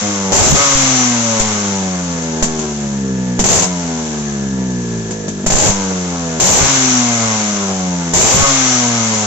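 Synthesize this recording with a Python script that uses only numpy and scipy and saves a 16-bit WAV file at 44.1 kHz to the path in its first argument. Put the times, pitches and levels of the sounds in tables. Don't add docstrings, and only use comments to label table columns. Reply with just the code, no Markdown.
import sys
import numpy as np
from scipy import signal
from scipy.fft import rfft, irfft
from scipy.io import wavfile
from scipy.ndimage import uniform_filter1d, minimum_filter1d

SR = 44100
rng = np.random.default_rng(int(sys.argv[2]) if len(sys.argv) > 2 else 0)


def digitize_waveform(pressure):
    field = np.atleast_2d(pressure).T
    bounded = np.clip(field, -1, 1)
    quanta = np.round(bounded * 32767).astype(np.int16)
    wavfile.write(sys.argv[1], SR, quanta)


N = 408366


def undb(db):
    return 10 ** (np.asarray(db) / 20)


def at_rms(x, db):
    return x * undb(db) / np.sqrt(np.mean(x ** 2, axis=-1, keepdims=True))


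def pan(left_minus_right_db):
    return undb(np.array([[left_minus_right_db], [-left_minus_right_db]]) / 2)


def band(x, hz, width):
    return signal.lfilter(*signal.iirpeak(hz, hz / width, fs=SR), x)


def fade(x, t60):
    return signal.lfilter([1], [1, -np.exp(-np.log(1000) / (t60 * SR))], x)


def wander(rate):
    hold = int(SR / rate)
    steps = np.repeat(rng.standard_normal(N // hold + 1), hold)
    return 1.3 * uniform_filter1d(uniform_filter1d(steps, hold), hold)[:N]


def noise(spectrum, alike_hz):
    hz = np.maximum(np.fft.rfftfreq(N, 1 / SR), 1)
    mid, side = rfft(rng.standard_normal((2, N)))
    side = side * hz / np.hypot(hz, alike_hz)
    knot_hz, knot_db = np.transpose(spectrum)
    gain = undb(np.interp(np.log(hz), np.log(knot_hz), knot_db))
    out = irfft(gain * np.array([mid + side, mid - side]), N)
    return out / np.sqrt(np.mean(band(out, 2900, 3870) ** 2))


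def pulses(turns, scatter_db):
    at = np.flatnonzero(np.diff(np.floor(turns)) > 0)
    late = (np.ceil(turns[at]) - turns[at]) / (turns[at + 1] - turns[at])
    size = undb(scatter_db * rng.standard_normal(2000)[:len(at)])
    out = np.zeros(N)
    out[at], out[at + 1] = size * (1 - late), size * late
    return out


# t/s, speed/Hz
CRANK_SPEEDS = [(0.0, 103.9), (0.31, 94.26), (0.6, 141.2), (0.851, 131.9), (1.361, 110), (1.439, 108.5),
                (2.32, 79.23), (2.45, 80.18), (3.4, 59.18), (3.659, 91.4), (4.1, 75.76), (5.05, 54.93),
                (5.16, 53.92), (5.47, 47.44), (5.73, 99.1), (6.39, 79.37), (6.66, 137.1), (6.96, 123.8),
                (8.12, 82.83), (8.42, 139.2), (8.59, 130.8), (9.26, 104.6)]
def crank_speed():
    times, hz = np.transpose(CRANK_SPEEDS)
    place = np.interp(np.arange(N) / SR, times, np.arange(len(times)))
    row = np.minimum(place.astype(int), len(times) - 2)
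    climb = np.sin(np.pi / 2 * (place - row)) ** 1.3
    share = np.where(hz[row + 1] > hz[row], climb, place - row)
    return hz[row] * (hz[row + 1] / hz[row]) ** share


# speed/Hz, rattle/dB, low modes/dB, upper modes/dB
COASTING_LEVELS = [(48, -41.5, -25, -22.5), (52.6, -41.5, -27.5, -21.5), (57.14, -39.5, -22.5, -18.5),
                   (64.25, -41.5, -19.5, -21), (73, -36.5, -20.5, -19.5), (75.85, -35, -22, -17),
                   (89.3, -34.5, -18.5, -18.5), (107, -26.5, -19, -17), (118.8, -25.5, -16.5, -18),
                   (122.6, -23, -15, -21.5), (136.4, -19.5, -10.5, -19.5), (147.7, -18.5, -22, -18)]
def coasting_levels(speed):
    speeds, *columns = np.transpose(COASTING_LEVELS)
    return [np.interp(speed, speeds, column) for column in columns]


def ring(puffs, modes, speed, waver_db):
    out = 0
    for k, (hz, width, db, pan_db, slope_db) in enumerate(modes):
        drive = puffs * undb(db + slope_db * np.log2(speed / 100) + waver_db * wander(9))
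        out = out + (-1) ** k * pan(pan_db) * band(drive, hz, width)
    return out


# f/Hz, width/Hz, level/dB at 100 turns a second, left minus right/dB, gain/dB per doubling of speed
LOW_MODES = [(64.3, 60, -9.5, 1.5, 1.5), (114.5, 14, 0, -2.5, -4), (185.2, 38.6, 4.5, 0, -3),
             (246.7, 35.6, 3.5, 1, 1)]
UPPER_MODES = [(309, 6.4, -5.5, 6, 1.5), (381.6, 42.5, -8, 2, -2), (475, 44, -8.5, -6.5, 0.5),
               (562.3, 23.5, -5, 0.5, 17.5), (625, 33.7, -10, 1.5, 7), (731, 57, -8.5, -1, 14.5),
               (868, 33, -10, -2.5, 12.5), (978, 36, -11.5, 3.5, 13.5), (1111, 37, -11.5, -2, 24.5),
               (1267, 39, -16, 0, 27.5), (1380, 33, -18.5, 12, 13), (1525, 150, -24, -17, 21),
               (1694, 45, -18.5, -0.5, -5), (2102, 55, -14.5, 3.5, 29)]
def drone(turns, speed, low_db, upper_db):
    t = np.arange(N) / SR
    in_blip = sum((t > start) & (t < end) for start, end, *_ in THROTTLE_BLIPS)
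    firing = uniform_filter1d(1. * in_blip, int(.018 * SR))
    puffs = pulses(turns, scatter_db=.7) * 100 / speed
    edge_turns = np.maximum.accumulate(turns + .008 * wander(60))
    edges = pulses(edge_turns, scatter_db=1.8) * 100 / speed
    low = ring(puffs, LOW_MODES, speed, waver_db=.9)
    upper = ring(edges, UPPER_MODES, speed, waver_db=2.6)
    return (undb(low_db - 8 * firing) * low + undb(upper_db + 3.5 * firing) * upper) / np.std(low)


# delay/s, reflected share
BAFFLE_ECHOES = [
    [(.0031, .5), (.0072, .45)],
    [(.0032, .5), (.0071, .45)],
]
def silencer(stereo):
    out = []
    for channel, path in zip(stereo, BAFFLE_ECHOES):
        for delay, share in path:
            feedback = np.zeros(int(delay * SR) + 1)
            feedback[0], feedback[-1] = 1, -share
            channel = signal.lfilter(feedback[::-1], feedback, channel)
        out.append(channel)
    return np.array(out)


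# f/Hz, level/dB
RATTLE_SPECTRUM = [(150, -13), (400, -9), (800, -3.5), (1300, -3), (1900, -6.5), (2500, -6), (3400, -6.5),
                   (4800, -9.5), (5600, -7.5), (8000, -16)]
def rattle(turns, db):
    throb = 1 + .5 * np.exp(-(turns % 1) / .35)
    return undb(db) * throb * noise(RATTLE_SPECTRUM, alike_hz=900)


def jet_rumble(buffet):
    spectrum = [(15, -13.5), (60, 0), (120, 0), (200, -3.5), (500, -15.5), (2000, -58)]  # f/Hz, level/dB
    return (buffet + undb(-41)) * at_rms(noise(spectrum, alike_hz=5.5), 0)


# start/s, end/s, gas/dB, extra gas at the onset/dB, crack/dB, buffeting/dB
THROTTLE_BLIPS = [(0.32, 0.618, -19.5, -3, 1, -14), (3.44, 3.47, -21, 7, 15, -14),
                  (3.486, 3.595, -18.5, 2, 8, -12), (3.621, 3.653, -32.5, 8, -14, -14.5),
                  (5.501, 5.707, -19.5, -5, 7.5, -17), (6.399, 6.67, -17, 4, 5, -18.5),
                  (8.135, 8.447, -18.5, 0, 1, -18.5)]
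def blips(turns, speed):
    gas, fronts, buffet = np.zeros((3, N))
    ragged_turns = np.maximum.accumulate(turns + .07 * wander(70))
    swirl_db = 5 * wander(25)
    onset_s, closing_s, high_revs_hz = .036, .1, 120
    for start, end, gas_db, extra_db, crack_db, buffet_db in THROTTLE_BLIPS:
        a, b = int(start * SR), int(end * SR)
        t = np.arange(a, b) / SR
        closing_db = -15 * np.clip(1 - (end - t) / closing_s, 0, 1) * (speed[b] > high_revs_hz)
        onset_db = extra_db * np.exp(-(t - start) / onset_s)
        slow_db = np.log2(100 / speed[a:b])
        beat = pulses(ragged_turns - ragged_turns[a] - .01, scatter_db=4.5)[a:b]
        gas[a:b] += undb(gas_db + onset_db + closing_db) * (.38 + 1.5 * fade(beat, t60=.045))
        gas[b:] += gas[b - 1] * fade(np.arange(N - b) == 0, t60=.18)
        fronts[a:b] += undb(crack_db + .5 * closing_db + slow_db) * beat
        buffet[a:b] += undb(buffet_db + swirl_db[a:b])
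    return gas, fronts, uniform_filter1d(buffet, size=400)


def crack(fronts):
    def ring_out(x):
        mouth = band(x, 633, 280) + 2.5 * band(x, 446, 300) + .034 * band(x, 3900, 2500)
        return mouth + 2.8 * band(x, 210, 90)
    swing = ring_out(fronts) / ring_out(signal.unit_impulse(99)).max()
    return .18 * np.roll(swing, int(.0042 * SR)) - swing


# f/Hz, level/dB
GAS_SPECTRUM = [(150, -15.5), (400, -0.5), (900, -1.5), (1300, -11), (2500, -9), (4000, -11), (5200, -10.5),
                (8000, -12.5)]
def gas_rush(envelope):
    return envelope * noise(GAS_SPECTRUM, alike_hz=300)


def zing(speed):
    tone = band(rng.standard_normal((2, N)), hz=5885, width=40)
    return at_rms(tone, -28.5) * np.exp(-((speed - 125.2) / 3.7) ** 2)


# t/s, level/dB, left minus right/dB, swing f/Hz
EXHAUST_SLUGS = [(0.506, 1, -2, 148), (0.522, 5, -6, 203), (0.751, -10, -3, 21.3), (1.402, -10, 8, 21.5),
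                 (2.424, -5.5, -6, 21.4), (3.391, -7, -2, 21.7), (3.499, -29, -5, 160.6),
                 (5.467, -8, 4, 21.5), (5.539, -8, -15, 21.44), (5.693, -10, -6, 21.63),
                 (6.462, -15, -1, 105), (6.611, 1, 1, 145.2), (6.628, -6, 2, 88.82), (8.344, 0, -6, 150),
                 (8.361, 1, -4, 190), (8.43, -9, 4, 21.5)]
def gusts():
    out = 0
    for start, db, pan_db, hz in EXHAUST_SLUGS:
        pressure = fade(np.arange(N) == int(start * SR), t60=.092)
        rounded = fade(pressure, t60=.0043)
        swing = band(rounded, hz, width=65 + 2600 / hz)
        out = out + undb(db) * pan(pan_db) * swing / swing.max()
    return out


# t/s, gas/dB, crack/dB, boom/dB
LONE_FIRINGS = [(1.3964, -17.5, 5.5, -17), (2.4254, -16, 9.5, -4.5), (2.592, -30, -17, -18),
                (3.3918, -15.5, 11, -3), (5.1084, -31, -17, -11), (5.2814, -30.5, -5.5, -9),
                (5.4436, -47, -9, -11), (5.463, -17, 17, -23), (9.1368, -27.5, -29, -23)]
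def pops():
    puffs, fronts, kicks = np.zeros((3, N))
    for start, *levels_db in LONE_FIRINGS:
        at = int(start * SR)
        puffs[at], fronts[at], kicks[at] = undb(levels_db)
    boom_hz, width_hz = 205, 25
    boom = band(kicks, boom_hz, width_hz) * SR / (2 * np.pi * width_hz)
    return fade(puffs, t60=.16), fronts, boom


def scene():
    speed = crank_speed()
    turns = np.cumsum(speed) / SR
    rattle_db, low_db, upper_db = coasting_levels(speed)
    blip_gas, blip_fronts, buffet = blips(turns, speed)
    pop_gas, pop_fronts, boom = pops()
    firings = gas_rush(blip_gas + pop_gas) + crack(blip_fronts + pop_fronts) + boom
    pipe = silencer(drone(turns, speed, low_db, upper_db))
    bike = pipe + rattle(turns, rattle_db) + zing(speed) + firings
    bike[0] = np.roll(bike[0], 5)
    return bike + jet_rumble(buffet) + gusts()


def limiter(x, ceiling):
    gain = np.minimum(1, ceiling / (np.abs(x).max(0) + 1e-9))
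    return x * uniform_filter1d(minimum_filter1d(gain, size=48), size=24)


def sizzle(dry, hz=12500, width=3260, gate_db=-53.5):
    top = signal.sosfilt(signal.butter(10, 10000, "high", fs=SR, output="sos"), dry)
    top = undb(-21) * band(band(top, hz, width), hz, width)
    rms = np.sqrt(np.abs(uniform_filter1d(np.mean(top ** 2, 0), size=700)))
    return top * np.clip(3 * (rms / undb(gate_db) - 1), 0, 1)


# f/Hz, width/Hz, level/dB
PORT_RESONANCES = [
    [(5400, 67, -11), (6120, 120, 13), (6520, 464, 13), (6720, 490, 11.5)],
    [(5570, 100, -24.5), (5900, 250, -28), (7070, 160, 11.5), (7344, 213, 19)],
]
def record(dry):
    droop = signal.butter(14, 7720, fs=SR, output="sos")
    step = signal.ellip(12, .3, 100, 7960, fs=SR, output="sos")
    top_cut = signal.ellip(10, .3, 80, 15300, fs=SR, output="sos")
    heard = np.array([channel + sum(undb(db) * band(channel, hz, width) for hz, width, db in port)
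                      for channel, port in zip(dry, PORT_RESONANCES)])
    heard = limiter(signal.sosfilt(droop, heard), ceiling=.86)
    heard = signal.sosfilt(step, heard) + sizzle(dry)
    return signal.sosfilt(top_cut, heard)


dry = scene()
out = record(dry)
digitize_waveform(out)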